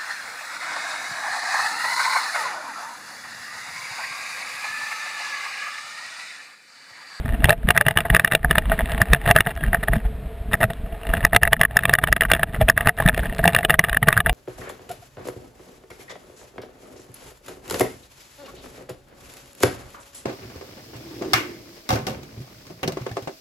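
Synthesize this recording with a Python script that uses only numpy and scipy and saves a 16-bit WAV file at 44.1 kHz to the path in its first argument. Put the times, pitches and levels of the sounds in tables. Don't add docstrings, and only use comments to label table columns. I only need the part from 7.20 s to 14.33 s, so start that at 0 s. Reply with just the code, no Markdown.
import sys
import numpy as np
from scipy import signal
from scipy.fft import rfft, irfft, next_fast_len
from scipy.io import wavfile
from scipy.ndimage import uniform_filter1d

SR = 44100
rng = np.random.default_rng(int(sys.argv[2]) if len(sys.argv) > 2 else 0)


def undo_db(level):
    steps = np.asarray(level, float) / 20
    return 10 ** steps


def output_pcm(signal):
    pcm = np.clip(np.atleast_2d(signal).T, -1, 1) * 32767
    wavfile.write(sys.argv[1], SR, np.round(pcm).astype(np.int16))


N = 314433

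# [t/s, low modes level/dB, middle modes level/dB, high modes level/dB]
KNOCKS = [(0.2444, -30, -10, -6.5), (0.2556, -20.0, -20, -6), (0.2948, -6, -6.5, 0),
          (0.3061, -3.5, -1.5, -12), (0.329, -9, -9, -8), (0.489, -31, -15.5, -9), (0.5067, -6, -3.5, 2.5),
          (0.5658, -23, -8, -16.0), (0.5773, -11, 2, 2.5), (0.6121, -7, 0.5, -1.5), (0.6537, -37, -22, -31),
          (0.6665, -10, -6.0, 0.5), (0.685, -10, 0.5, 1), (0.7105, -7, -7, -3.5), (0.7742, -24, -1.5, 5.5),
          (0.7869, -10, -0.5, -2), (0.806, -24.0, -12, -2), (0.854, -12, -15, -26),
          (0.9024, -18, -8.5, -12), (0.937, -44, -40, -31), (0.949, -18.0, 0.5, -1), (0.9602, -33, -16, -6),
          (0.9662, -11, -2.5, -4.5), (0.9976, -25, 0, -0.5), (1.0482, -29, 0.5, -4), (1.0775, -14, -14, -6),
          (1.115, -39, -14, -18), (1.1224, -26, -6, -2.5), (1.1353, -15, -7, -12.0), (1.1515, -8, -7, 5.5),
          (1.2477, -11, -8.5, -37), (1.3113, -23, -1.5, -2), (1.355, -23, -14.5, -24.0),
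          (1.3833, -9.5, -7, 1), (1.5193, -14, -14.5, -40), (1.5915, -41.5, -22.5, -33),
          (1.7037, -29.5, -35, -40), (1.7214, -23, -30, -25), (1.8179, -19, -3.5, -20),
          (1.9344, -10, -5.0, 5), (1.9481, -11, -9, -8), (2.0793, -15, -13, -23), (2.0918, -16, -13, -30),
          (2.1124, -3, -3, 0), (2.1639, -0.5, 8, 3), (2.178, -25.0, -7, -11), (2.187, -31, 1, -17),
          (2.2069, -32, 1.5, 7), (2.254, -39, -28, -16), (2.2643, -15, -9, -30), (2.2708, -4, -7.5, -9),
          (2.439, -44, -21, -48), (2.5326, -18.5, -18, -32), (2.5477, -13, -13, -40),
          (2.5706, -42, -36, -43), (2.608, -62, -46, -49), (2.6344, -30.5, -25.5, -32),
          (2.6848, -19.0, -17, -26), (2.7349, -19.5, -16, -34), (2.7617, -40, -32, -42),
          (2.853, -33, -47, -46), (3.334, -24, -20, -10.5), (3.3409, -18, -9, -30),
          (3.4137, -15.5, -21, -28), (3.4318, -23.0, -14.5, -13), (3.4405, -15, -11.5, -14),
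          (3.505, -20.5, -37, -24.0), (3.9385, -22, -15, -22), (4.0403, -43, -20, -41),
          (4.0514, -13, -1, -6.0), (4.0668, -18, -20.5, -21), (4.133, -13, -9, -21), (4.149, -13, -9.5, -5),
          (4.1639, -2, 6, 9.5), (4.218, -22, -26, -35), (4.2337, -4, 4, 4), (4.2534, -13, -3.5, -14),
          (4.2761, -5, -3.5, -2), (4.3109, -36, -32, -41), (4.3316, -4.5, 6.5, 5.5),
          (4.3674, -38, -17, -29), (4.399, -42, -37, -43), (4.4146, -4, 5.5, 5), (4.4345, -28, 0.5, 3),
          (4.452, -24, 0, -10), (4.4834, -47, -43, -50), (4.5106, -20, -21, -40), (4.561, -15, -28, -31),
          (4.5703, -6.5, 3.5, 3), (4.5913, -32, -7, -5), (4.6361, -33, -9.0, -12), (4.6548, -21, -1.5, 3),
          (4.6958, -10, -0.5, 1.5), (4.7387, -28, 8, -12), (4.753, -12, 0, -0.5), (4.788, -9, 0.5, -4),
          (4.84, -17, 1, 2.5), (4.874, -36, -9, -9.5), (4.9276, -31, 2, -2), (4.9655, -22.0, -7.5, -4),
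          (5.0099, -20, -7, 1), (5.0205, -17, -4, -10), (5.0354, -18, -13, -8), (5.0532, -37, -6, -20),
          (5.103, -24, -9.5, -19), (5.1172, -9, -0.5, 4.5), (5.1361, -13, -0.5, 7), (5.1505, -32, -6.5, -5),
          (5.1961, -14.5, -15, -19), (5.2327, -45, -3, -3.5), (5.288, -47, -35, -47),
          (5.3472, -42, -22.5, -36), (5.4147, -9, -23, -15.0), (5.4884, -13.5, -20, -5.5),
          (5.5001, -17, 2.5, -15), (5.5781, -16.5, -1, -9), (5.6091, -13.5, -10.5, -11),
          (5.659, -19, -13, -36), (5.6735, -7.5, -3, -6.5), (5.6872, -20.0, -10, -7),
          (5.6937, -9, -0.5, -15.0), (5.7885, -21.0, -15, -42), (5.803, -7.5, -10, -25),
          (5.824, -31, -15, -23), (5.8625, -28, -12, -39), (5.8779, -15, -10, -11), (5.8876, -16, -15, 2),
          (5.895, -18.5, -8, -27), (5.9463, -35, -22.5, -18.0), (5.978, -28, -18.5, -19.5),
          (6.034, -34, -29, -39), (6.057, -27, -27, -33), (6.194, -18.5, -27, -29), (6.2424, -32, -13, -38),
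          (6.2563, -4, -15, -8), (6.2784, -5, -7.5, 5.5), (6.293, -27, -10, -24), (6.3338, -34, -26, -9),
          (6.3495, -10, -4, 4), (6.3648, -20.0, 0.5, -6), (6.3884, -5, -7, -0.5), (6.4322, -35, -14, -26),
          (6.4499, -12.5, -6.5, 0.5), (6.4978, -18, -9, -7), (6.5058, -11, -3, 2), (6.5429, -11.5, -3, -8),
          (6.5939, -10, 8, 4.5), (6.6409, -17, 1, -3), (6.6472, -28, -3.5, -1), (6.6868, -12, -6, -14),
          (6.6965, -18, -10.0, -4), (6.7306, -34, -8.5, -11), (6.7476, -21, -10.5, -17.0),
          (6.7713, -19, -6, -9), (6.8296, -17.0, -4, -10), (6.875, -34, -21, -25), (6.887, -17.0, 4, -15),
          (6.9058, -19, -11, -29), (6.9285, -35, -3.5, -3), (6.9683, -17, -6, -21),
          (6.9772, -29, -3, -17.0), (6.9893, -30, -14.5, -34), (7.0044, -13.5, -1, -4.5),
          (7.0628, -32, -7.5, -18), (7.0686, -11.5, -11, -14), (7.0962, -12, -13, -4)]
# [t/s, level/dB]
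JOLTS = [(0.249, -15), (0.507, -32), (0.669, -15), (0.768, -19), (0.908, -15.5), (0.94, -20.0),
         (1.249, -24), (1.503, -24), (1.82, -18.5), (1.936, -15), (2.072, -20.5), (2.111, -25.5),
         (2.698, -20.5), (2.767, -23), (3.447, -25.5), (4.152, -14), (4.653, -18), (5.128, -15),
         (5.39, -26), (5.422, -22), (5.671, -23.0), (5.862, -14), (6.267, -18), (6.769, -21),
         (6.834, -22.0), (6.993, -23.0)]
# [t/s, body rumble level/dB, case grinding level/dB]
RIDE = [(0, -20.5, -37), (1.05, -33.5, -39.5), (1.4, -17, -30), (1.68, -30.5, -32), (2.2, -18.5, -27.5),
        (2.45, -28.5, -38), (2.95, -32, -57), (3.7, -34, -49.5), (3.95, -28.5, -30), (4.3, -22, -54),
        (5.7, -25.5, -39.5), (6.1, -25.5, -34.5), (6.4, -32, -63), (7.13, -27, -48)]
# [f/Hz, level/dB, t60/s]
CASE_MODES = [(442, -16, 0.12), (668.7, 0.5, 0.062), (840, -7, 0.042), (1232, -6, 0.023), (1684, 5, 0.0094),
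              (1837, 4.5, 0.015), (2363, -12, 0.024), (2775, -4.5, 0.018), (3540, -4.5, 0.0066),
              (3390, -23, 0.029), (5290, -15, 0.0097)]
MIDDLE_FROM_HZ, HIGH_FROM_HZ = 1000, 2300
# [f/Hz, level/dB, t60/s]
MOUNT_MODES = [(117.4, 9, 0.06), (161.3, 1, 0.15), (214, -4.5, 0.063)]
# [f/Hz, level/dB]
RUMBLE_COLOUR = [(15, -29), (24, 0.5), (46, 8), (60, 6), (90, -6), (230, -10), (330, -24), (450, -64)]
# [f/Hz, level/dB]
HISS_COLOUR = [(300, 0), (1000, -3), (2000, -4), (3900, -13), (4600, -21), (5900, -26)]
# [t/s, level/dB]
HEAVES = [(0.111, -9), (0.252, -17.0), (0.924, -4.5), (1.464, -14), (1.788, -15), (1.916, -9.5),
          (2.105, -20), (2.471, -18), (2.584, -15), (2.714, -14.5), (2.863, -17.0), (4.296, -12),
          (5.445, -10.5), (5.866, -9), (6.004, -24), (6.104, -20), (6.241, -13.5), (6.719, -6), (7.11, -24)]
# [t/s, f/Hz, level/dB]
SQUEAK = [(2.31, 3250, -78), (2.39, 3330, -50), (2.45, 3200, -51), (2.51, 3150, -61)]
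# [t/s, level/dB]
GRIT = [(1.719, -14), (2.3529, -15), (3.534, -13), (5.7683, -14), (5.9449, -13), (5.9783, -8),
        (6.0072, -24), (6.0492, -30), (6.1485, -18), (6.1837, -9), (6.216, -26)]


def rms_one(x):
    return x / np.sqrt(np.mean(x ** 2) + 1e-20)


def coloured(spectrum):
    hz, level_db = np.transpose(spectrum)
    size = next_fast_len(N)
    grid = np.maximum(np.arange(size // 2 + 1) * SR / size, 1)
    shape = undo_db(np.interp(np.log(grid), np.log(hz), level_db, left=-90, right=-90))
    noise = irfft(shape * rfft(rng.standard_normal(size)), size)
    return rms_one(noise[:N])


def drift(rate_hz):
    r = np.exp(-2 * np.pi * rate_hz / SR)
    noise = rng.standard_normal(N + SR)
    return rms_one(signal.lfilter([1], [1, -2 * r, r * r], noise)[SR:])


def ring(force, hz, t60):
    r, w = undo_db(-60 / (t60 * SR)), 2 * np.pi * hz / SR
    return signal.lfilter([0, np.sin(w)], [1, -2 * r * np.cos(w), r * r], force + 1e-18)


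def struck(times, level_db, hz, t60, rise_s, detune, scatter_db):
    t = np.arange(int((rise_s + t60) * SR)) / SR
    swell = np.sin(np.pi / 2 * np.minimum(t / rise_s, 1)) ** 2
    decay = undo_db(-60 * np.maximum(t - rise_s, 0) / t60)
    luck = rng.standard_normal((len(times), 3))
    pitch = hz * (1 + detune * luck[:, :1])
    waves = np.sin(2 * np.pi * (pitch * t + luck[:, 1:2])) * swell * decay
    heights = undo_db(level_db + scatter_db * luck[:, 2])
    at = ((times - rise_s) * SR).astype(int)[:, None] + np.arange(len(t))
    return np.bincount(at.ravel(), (waves * heights[:, None]).ravel(), N + SR)[:N]


def contacts(per_s, spread_db):
    touching = rng.random(N) < per_s * undo_db(3.0 * drift(40)) / SR
    sizes = touching * undo_db(spread_db * np.minimum(rng.exponential(1, N), 4))
    modes = [undo_db(mode_db) * ring(sizes * rng.standard_normal(N), hz, t60)
             for hz, mode_db, t60 in CASE_MODES]
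    return rms_one(sum(modes))


def road_drone():
    low = sum(rms_one(ring(rng.standard_normal(N), hz, 1.05 * t60)) for hz, _, t60 in CASE_MODES[:2])
    return undo_db(-46 + 1.6 * drift(18)) * low + undo_db(-49.5) * coloured(HISS_COLOUR)


def body_rumble(level_db):
    return undo_db(level_db + 4.5 * drift(22)) * coloured(RUMBLE_COLOUR)


def heaves():
    s, level_db = np.transpose(HEAVES)
    return struck(s, level_db, 46.2, t60=0.14, rise_s=0.0221, detune=0.037, scatter_db=3.5)


def jolts():
    s, level_db = np.transpose(JOLTS)
    return sum(struck(s, level_db + mode_db, hz, t60, rise_s=0.00732, detune=0.14, scatter_db=3.5)
               for hz, mode_db, t60 in MOUNT_MODES)


def squeak():
    s, hz, level_db = np.transpose(SQUEAK)
    t = np.arange(N) / SR
    turns = np.cumsum(np.interp(t, s, hz) + 25 * drift(37)) / SR
    level = undo_db(np.interp(t, s, level_db, left=-120, right=-120) + 3.1 * drift(30))
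    lower_octave = undo_db(11.0) * np.sin(np.pi * turns)
    return level * (np.sin(2 * np.pi * turns) + lower_octave)


def grit():
    from_hz, fade_s = 1400, 0.00065
    s, level_db = np.transpose(GRIT)
    r = np.exp(-1 / (fade_s * SR))
    clicks = np.bincount((s * SR).astype(int), undo_db(level_db), N)
    fading = signal.lfilter([1], [1, -r], clicks + 1e-18)
    bright = signal.butter(2, from_hz, "high", fs=SR, output="sos")
    return signal.sosfilt(bright, fading * rng.standard_normal(N))


def grinding(level_db):
    return undo_db(level_db) * (contacts(1500, spread_db=16.5) + undo_db(-9.5) * coloured(HISS_COLOUR))


def thuds():
    s, low_db = np.transpose(KNOCKS)[:2]
    return sum(struck(s, low_db - 19 + mode_db, hz, t60, rise_s=0.0038, detune=0.073, scatter_db=2.5)
               for hz, mode_db, t60 in MOUNT_MODES)


def scrapes():
    before_s, after_s, varies = 0.014, 0.019, 0.42
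    slide_db, edge_db = -13, -13.5
    follows = 0.54
    sliding = np.zeros(N)
    stretch = np.exp(varies * rng.standard_normal((len(KNOCKS), 2)))
    for (s, low_db, middle_db, _), (stretch_in, stretch_out) in zip(KNOCKS, stretch):
        lead, tail = before_s * stretch_in, after_s * stretch_out
        span = slice(int((s - lead) * SR), int((s + tail) * SR))
        from_knock = np.arange(N)[span] / SR - s
        fade_db = np.interp(from_knock, [-lead, 0, tail], [edge_db, 0, edge_db])
        level = undo_db(slide_db + follows * max(low_db, middle_db) + fade_db)
        sliding[span] = np.maximum(sliding[span], level)
    smooth_sliding = uniform_filter1d(sliding, int(0.006 * SR))
    drumming = rms_one(sum(undo_db(mode_db) * ring(rng.standard_normal(N), hz, t60)
                           for hz, mode_db, t60 in MOUNT_MODES))
    crunch = contacts(600, spread_db=5.5) + undo_db(-10.5) * coloured(HISS_COLOUR)
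    return smooth_sliding * (crunch + drumming)


def knocks():
    s, low_db, middle_db, high_db = np.transpose(KNOCKS)
    ringing = np.zeros(N)
    for hz, mode_db, t60 in CASE_MODES:
        level_db = low_db if hz < MIDDLE_FROM_HZ else middle_db if hz < HIGH_FROM_HZ else high_db
        ringing += struck(s, level_db + mode_db, hz, t60,
                          rise_s=3.0 / hz + 0.0008, detune=0.039, scatter_db=1.5)
    contact = np.bincount((s * SR).astype(int) - 70, undo_db(high_db), N) + 1e-18
    r = np.exp(-1 / (0.0012 * SR))
    swell_and_fade = signal.lfilter([1 - r], [1, -2 * r, r * r], contact)
    return ringing + undo_db(-0.5) * swell_and_fade * coloured(HISS_COLOUR)


def scene():
    s, rumble_db, grind_db = np.transpose(RIDE)
    t = np.arange(N) / SR
    body = body_rumble(np.interp(t, s, rumble_db)) + heaves() + jolts() + thuds()
    rattle = grit() + grinding(np.interp(t, s, grind_db)) + scrapes() + knocks()
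    case_cut = signal.butter(3, 4300, fs=SR, output="sos")
    muffled = signal.sosfilt(case_cut, rattle)
    mono = road_drone() + body + squeak() + muffled
    return np.stack([mono, mono])


def ducked(x, knee_db, depth, release_db_s, attack_s):
    over_db = np.maximum(20 * np.log10(np.abs(x) + 1e-9) - knee_db, 0)
    slope = release_db_s * np.arange(N) / SR
    held_db = np.maximum.accumulate(over_db + slope) - slope
    r = np.exp(-1 / (attack_s * SR))
    smooth_db = signal.lfilter([1 - r], [1, -r], held_db)
    return x * undo_db(-depth * smooth_db)


def overloaded(x):
    ceiling, hardness = 0.88, 5.0
    return x / (1 + np.abs(x / ceiling) ** hardness) ** (1 / hardness)


def sample_held(x):
    stream_hz = 12000
    stream = signal.resample_poly(x, stream_hz, SR)
    held = signal.resample_poly(np.repeat(stream, 4), SR, 4 * stream_hz)[:N]
    top_cut = signal.butter(12, 15300, fs=SR, output="sos")
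    return signal.sosfiltfilt(top_cut, held)


def low_pass(x):
    return signal.sosfilt(signal.butter(12, 16520, fs=SR, output="sos"), x)


def record(dry):
    levelled = ducked(dry[0], knee_db=-6.0, depth=0.74, release_db_s=98, attack_s=0.0081)
    held = sample_held(overloaded(levelled))
    return low_pass(np.stack([held, held]))


dry = scene()
out = record(dry)
output_pcm(out)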